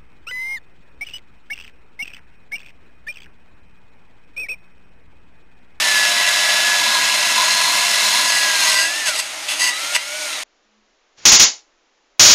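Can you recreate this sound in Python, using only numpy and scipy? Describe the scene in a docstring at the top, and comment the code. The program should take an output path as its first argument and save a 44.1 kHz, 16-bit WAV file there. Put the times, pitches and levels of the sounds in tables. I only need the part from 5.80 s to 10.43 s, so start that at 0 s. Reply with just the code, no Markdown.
"""Gear whine and rattle over wire scratch: a cordless drill spins a wire wheel on a thin aluminium casting.
The drill is sines locked to its gear speed plus clicks ringing in the housing; the wire tips are dense
clicks that ring modes of the casting, held in a gloved hand. The wheel is lifted off, then grazes an edge
a few times while the trigger is eased and squeezed again; the hub knocks the metal once.
Small workshop with a short decaying-noise tail and a low room tone, one microphone on two equal channels."""
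import sys
import numpy as np
from scipy import signal
from scipy.fft import rfft, irfft, next_fast_len
from scipy.io import wavfile
from scipy.ndimage import uniform_filter1d

SR = 44100
rng = np.random.default_rng(int(sys.argv[2]) if len(sys.argv) > 2 else 0)


def put_to_file(sound):
    """Save the sound as 16-bit audio at rate SR, in the file named by the first command-line argument."""
    columns = np.atleast_2d(sound).T  # one column per channel
    safe = np.clip(columns, -1, 1)
    whole_steps = np.round(safe * 32767)
    wavfile.write(sys.argv[1], SR, whole_steps.astype(np.int16))


N = 204403
T = np.arange(N) / SR  # s


def from_db(db):
    """Turn decibels into an amplitude factor."""
    return 10 ** (np.asarray(db) / 20)


def rms_one(x):
    """Scale a signal to rms 1."""
    return x / np.sqrt(np.mean(x ** 2) + 1e-20)


def in_time(rows):
    """Draw straight lines between timed rows, one curve for each column after the time."""
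    s, *columns = np.transpose(rows)
    return [np.interp(T, s, column) for column in columns]


def colour(x, spectrum):
    """Give a flat signal the tabled spectrum, interpolated over log frequency; rms 1."""
    size = next_fast_len(N)
    hz = np.maximum(np.arange(size // 2 + 1) * SR / size, 1)
    hz_points, db_points = np.transpose(spectrum)
    gain_db = np.interp(np.log(hz), np.log(hz_points), db_points)
    return rms_one(irfft(rfft(x, size) * from_db(gain_db), size)[:N])


def resonate(x, hz, width_hz):
    """Two-pole resonance with gain 1 on top."""
    r = np.exp(-np.pi * width_hz / SR)
    zeros = [(1 - r * r) / 2, 0, (r * r - 1) / 2]
    poles = [1, -2 * r * np.cos(2 * np.pi * hz / SR), r * r]
    return signal.lfilter(zeros, poles, x)


def drift(rate_hz):
    """Slow chance with spread 1: white noise through two equal one-pole low-passes."""
    r = np.exp(-2 * np.pi * rate_hz / SR)
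    slow = signal.lfilter([1], [1, -2 * r, r * r], rng.standard_normal(N + SR))
    return rms_one(slow[SR:])  # the first second lets the filter settle


def grains(per_s, spread_db):
    """Random clicks of uneven size and either sign."""
    sizes = from_db(spread_db * np.minimum(rng.exponential(1, N), 4))
    signs = rng.choice([-1, 1], N)
    struck = rng.random(N) < per_s / SR
    return rms_one(sizes * signs * struck)


def tilt(x, tilt_db):
    """Lean a sound towards treble (positive) or bass around 3 kHz."""
    dull = signal.sosfilt(signal.butter(1, 3000, fs=SR, output="sos"), x)
    return dull * from_db(-tilt_db) + (x - dull) * from_db(tilt_db)


def throb(phase, once_db, twice_db):
    """Load swings once and twice in each turn of the gear train."""
    turn = phase / 36  # mesh cycles in one turn
    return from_db(once_db * np.sin(turn) + twice_db * np.sin(2 * turn))


def room_tone():
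    """Steady low noise of the workshop, shaped by its spectrum."""
    # background at the microphone: (f/Hz, level/dB per Hz)
    room_spectrum = [(13, -48), (22, -18), (49, -8.5), (129, -14), (177, -16), (225, -6), (260, -7),
                     (340, -34), (570, -120)]
    return from_db(-63.5) * colour(rng.standard_normal(N), room_spectrum)


def shop(x):
    """A diffuse tail: decaying noise after a short gap, dull on top."""
    t60_s, gap_s, level_db = .3, .004, -17
    after = np.arange(round(.4 * SR)) / SR
    tail = rng.standard_normal(len(after)) * from_db(-60 * after / t60_s) * (after > gap_s)
    tail = signal.sosfilt(signal.butter(1, 5000, fs=SR, output="sos"), tail)
    tail /= np.sqrt(np.sum(tail ** 2))
    return from_db(level_db) * signal.fftconvolve(x, tail)[:N]


def turning():
    """Gear-mesh phase summed from its pitch, with the pitch and the two drill levels."""
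    # the drill as the trigger moves: (t/s, gear-mesh f/Hz, mesh whine level/dB, gear rattle level/dB);
    # the whine level is the one before the coasting fade
    drill_run = [(0.0, 1781, -28, -24.5), (0.15, 1714, -19.5, -23.5), (0.32, 1687, -24.5, -28),
                 (0.93, 1698, -23, -25.5), (1.19, 1651, -25, -25), (1.4, 1681, -29, -25.5),
                 (1.75, 1672, -27, -25.5), (2.05, 1688, -29.5, -27), (2.3, 1669, -27, -26.5),
                 (2.47, 1686, -28, -24), (2.63, 1670, -23, -22.5), (2.93, 1552, -29.5, -24),
                 (2.99, 1584, -25.5, -25), (3.2, 1815, -28, -25), (3.26, 1718, -28, -28.5),
                 (3.29, 1489, -27.5, -24), (3.42, 1052, -51, -29.5), (3.6, 763, -51, -29),
                 (3.82, 903, -46, -26.5), (3.92, 1226, -39.5, -28), (4.04, 1360, -37, -25),
                 (4.14, 1437, -33.5, -25.5), (4.19, 1338, -45, -32), (4.37, 1483, -35, -28.5),
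                 (4.44, 1466, -36.5, -27), (4.5, 1371, -38, -26), (4.63, 1107, -53, -28)]
    mesh_hz, mesh_db, rattle_db = in_time(drill_run)
    phase = 2 * np.pi * np.cumsum(mesh_hz) / SR
    return phase, mesh_hz, mesh_db, rattle_db


def gear_rattle(phase, bright_db):
    """Tooth clicks, throbbing with the turn, that ring in the plastic housing."""
    # tooth rattle before the housing: (f/Hz, level/dB per Hz)
    rattle_spectrum = [(71, -41), (120, -32), (505, -16), (772, -7.5), (1160, -10.5), (1360, -6),
                       (1500, -9), (2170, -3.5), (2490, -5), (6460, -11), (15100, -31.5)]
    # housing resonances, relative to the teeth: (f/Hz, width/Hz, level/dB)
    housing = [(304.4, 12.3, 13.5), (626, 29.5, 5.5), (2210, 59, -19), (6640, 160, 0.5), (9030, 630, 3.5),
               (10900, 1600, -2)]
    teeth = colour(grains(14000, spread_db=1.8), rattle_spectrum)
    teeth *= throb(phase, once_db=.3, twice_db=.4)
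    rattle = teeth.copy()
    for hz, width_hz, level_db in housing:
        rattle += from_db(level_db) * resonate(teeth, hz, width_hz)
    return tilt(rms_one(rattle), bright_db)


def whine(phase, level_db, flutter_db, wander):
    """A sine locked to the speed that flutters in level and wanders in phase (rad)."""
    level = from_db(level_db + flutter_db * drift(22))
    return np.sqrt(2) * level * np.sin(phase + wander * drift(25))


def gear_whines(phase, mesh_hz, mesh_db, hum_db, singing_db, octave_db, side_db):
    """Mesh whine, low hum, singing whine and side whines at fixed multiples of the mesh pitch."""
    # side whines of motor and gears: (multiple of mesh f, level/dB relative to the side level)
    side_whines = [(.21, -25.5), (2.05, -6), (2.34, -4), (2.51, -15), (2.925, -3), (3.77, -6), (4.601, -24)]
    hum_multiple, singing_multiple = .4155, 1.556
    out = whine(phase, mesh_db, flutter_db=1.2, wander=.26)
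    out += whine(hum_multiple * phase, hum_db, flutter_db=1.5, wander=.3)
    out += whine(singing_multiple * phase, singing_db, flutter_db=1.5, wander=.9)
    out += whine(2 * singing_multiple * phase, octave_db, flutter_db=2.0, wander=1.0)
    for multiple, level_db in side_whines:
        out += whine(multiple * phase, side_db + level_db, flutter_db=2.0, wander=.7)
    # below this mesh pitch the whines fade steadily while the rattle goes on
    coast_hz, coast_db_per_hz = 1210, .07
    return out * from_db(-coast_db_per_hz * np.maximum(coast_hz - mesh_hz, 0))


def drill(phase, mesh_hz, mesh_db, rattle_db):
    """Whines locked to the speed over gear rattle; mesh whine and rattle levels follow the timed run."""
    # what the speed sets; the hum swells as it passes the housing resonance; whines before the coasting fade:
    # (mesh f/Hz, low hum level/dB, singing whine level/dB, its octave level/dB, side level/dB,
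    # rattle brightness/dB)
    by_speed = [(900, -60, -57, -57, -40, 0.5), (1217, -52, -40, -35, -44, 0.5),
                (1320, -55, -38, -39, -37, 2.5), (1390, -47, -40.5, -45, -40, 2),
                (1463, -36, -34.5, -54, -43.5, 3.5), (1590, -51, -36.5, -44, -36, 1),
                (1660, -42.5, -35, -34, -36, 0.5), (1688, -37, -35.5, -39, -37.5, 1),
                (1750, -55, -37, -41, -37, 1.5), (1850, -58, -45, -40, -37, 3)]
    speeds_hz, *columns = np.transpose(by_speed)
    *whines_db, bright_db = (np.interp(mesh_hz, speeds_hz, column) for column in columns)
    whines = gear_whines(phase, mesh_hz, mesh_db, *whines_db)
    return whines + from_db(rattle_db) * gear_rattle(phase, bright_db)


def knock():
    """The hub knocks the casting: a short swing of force with a quick rebound and a gritty crack."""
    # hub knocks: (t/s, strength/dB before the high-pass)
    hub_knocks = [(4.1641, 0)]
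    out = np.zeros(N)
    for s, strength_db in hub_knocks:
        after = np.maximum(T - s, 0)
        grit = .3 * rng.standard_normal(N) * (T > s)
        swing = np.sin(2 * np.pi * 2300 * after) + grit
        out += from_db(strength_db) * swing * np.exp(-after / .0005)
    no_thump = signal.butter(2, 550, "high", fs=SR, output="sos")
    return signal.sosfilt(no_thump, out)


def contact():
    """Scratch level, brightness and place of the wires over time."""
    # place: 0 lower face, 1 upper face, 2 edge, 3 lip; between them blended, outside them the nearest
    # wheel pressed on until lifted off at the last row: (t/s, scratch level/dB, brightness/dB, place)
    pressed = [(0.0, -18, -0.36, 0), (0.45, -17.5, -0.96, -0.5), (1.15, -17.5, -1, 0.83),
               (1.48, -18, -0.55, 0.42), (1.68, -14.5, -1, 1.5), (1.91, -17.5, 1, 1), (2.15, -17, 0.5, 0.5),
               (2.58, -15, 0.81, 1.8), (2.66, -18.5, -0.19, 1.3), (2.88, -14, 1.68, 1.54),
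               (3.01, -15.5, -0.076, 1.9), (3.11, -27.5, 1, 2.5), (3.2, -26.5, -0.043, 2.6),
               (3.25, -30, 0.48, 1.5)]
    # grazes: (t/s, length/s, rise/s, fall/s, level at first/dB, level at last/dB, place)
    grazes = [(3.262, 0.032, .022, 0.016, -17, -14, 2.45), (3.35, .038, 0.0076, .02, -25, -21, 2),
              (3.398, 0.0023, 0.017, 0.017, -17, -15, 1.93), (3.687, 0.0084, 0.0067, 0.028, -21, -29, 4.5),
              (3.704, 0.031, .02, 0.031, -18, -22, 2.8), (3.811, 0.082, 0.057, 0.031, -15.5, -16.5, 2.03),
              (4.154, .014, 0.02, 0.014, -11.5, -16.5, 2.4)]
    edge_db = 20  # a graze climbs this far during its rise and drops this far during its fall
    trail_db, trail_db_per_s = -15.5, 123  # the longest wires keep brushing a little longer
    scratch_db, bright_db, _ = in_time(pressed)
    level = from_db(scratch_db) * (T < pressed[-1][0])
    places = [(s, place) for s, _, _, place in pressed]
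    for s, length_s, rise_s, fall_s, first_db, last_db, place in grazes:
        before = np.maximum(s - T, 0)
        after = np.maximum(T - s - length_s, 0)
        held_db = np.interp(T, [s, s + length_s], [first_db, last_db])
        held_db -= edge_db * before / rise_s
        fall = from_db(-edge_db * after / fall_s)
        trail = from_db(trail_db - trail_db_per_s * after)
        level += from_db(held_db) * np.maximum(fall, trail)
        places += [(s, place), (s + length_s, place)]
    return level, bright_db, in_time(places)[0]


def brush(phase, level, bright_db):
    """Dense wire strikes throbbing with the turn; the brightness curve tilts them to treble or bass."""
    # wire scratch before the tilt and the casting: (f/Hz, level/dB per Hz)
    scratch_spectrum = [(26, -72), (45, -34), (219, -25.5), (526, -20), (687, -15.5), (795, -13.5),
                        (989, -8), (1230, -9), (1650, -5), (1820, -9.5), (1960, -5.5), (6600, -10.5),
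                        (10700, -16.5), (15100, -26.5)]
    tips_per_s = 9000
    tips = colour(grains(tips_per_s, spread_db=2.4), scratch_spectrum)
    tips *= throb(phase, once_db=.5, twice_db=.6)
    smooth_level = uniform_filter1d(level, size=88)  # about 2 ms
    return smooth_level * from_db(0.46 * drift(60)) * tilt(tips, bright_db)


def casting(force, place):
    """The force heard directly plus every mode, weighted by where the wires touch."""
    # scratch heard without the modes: (level/dB on lower face, upper face, edge, lip)
    direct_db = [-4, -4, -12, -9]
    # modes of the casting: (f/Hz, width/Hz, level/dB on lower face, upper face, edge, lip)
    modes = [(149, 31, -10, 0, -2, -8), (221.6, 17, 3, 8.5, -9, -3), (613, 23, 9, 6.5, 3, 11),
             (985, 26.4, -2.5, 10, -2, -9), (1018, 32, -16, 6, -5, -10), (2115, 110, -5.5, -3, -13, -5.5),
             (2710, 125, 0, -4.5, -29, 1), (3030, 94, -2, -11.5, -10, -1), (3370, 94, -12, -10, -18, 6),
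             (3536, 125, -2.5, -1.5, -13, 0), (3940, 154, 3, -0.5, -12.5, -5),
             (4183, 150, -13, 6, -1.5, -7), (5320, 620, -4, -7, -7.5, -14), (6730, 106, 0, 0.5, -4, -6),
             (9240, 510, -17, -8, -11, -9), (13600, 170, -21, -7, -9, -9), (1971, 25, 7, -0.5, 13.5, -3),
             (2778, 130, -14, -16, 6, 11), (4770, 223, -6, -13.5, 6, -7), (6370, 143, -7, -4, 6, 2),
             (8010, 410, -9, -19, 3, -1), (10380, 630, -8, -18.5, 0.5, -5)]
    places = np.arange(len(direct_db))
    out = force * from_db(np.interp(place, places, direct_db))
    for hz, width_hz, *levels_db in modes:
        grip_db = 1.8 * drift(6)  # the grip shifts, so each mode swells and fades
        drive = force * from_db(np.interp(place, places, levels_db) + grip_db)
        out += resonate(drive, hz, width_hz)
    return out


def scene():
    """Drill, casting, workshop tail and room tone at one microphone, on two equal channels."""
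    phase, mesh_hz, mesh_db, rattle_db = turning()
    level, bright_db, place = contact()
    blow = knock()
    # the knock is heard directly, and a smaller share of it rings the casting
    force = brush(phase, level, bright_db) + from_db(-5) * blow
    near = drill(phase, mesh_hz, mesh_db, rattle_db) + casting(force, place) + blow
    return np.tile(near + shop(near) + room_tone(), (2, 1))


def record(dry):
    """Full scale clips, then a steep low-pass cuts the top."""
    steep = signal.ellip(14, .3, 60, 14990, fs=SR, output="sos")
    return signal.sosfilt(steep, np.clip(dry, -1, 1))


dry = scene()
out = record(dry)
put_to_file(out)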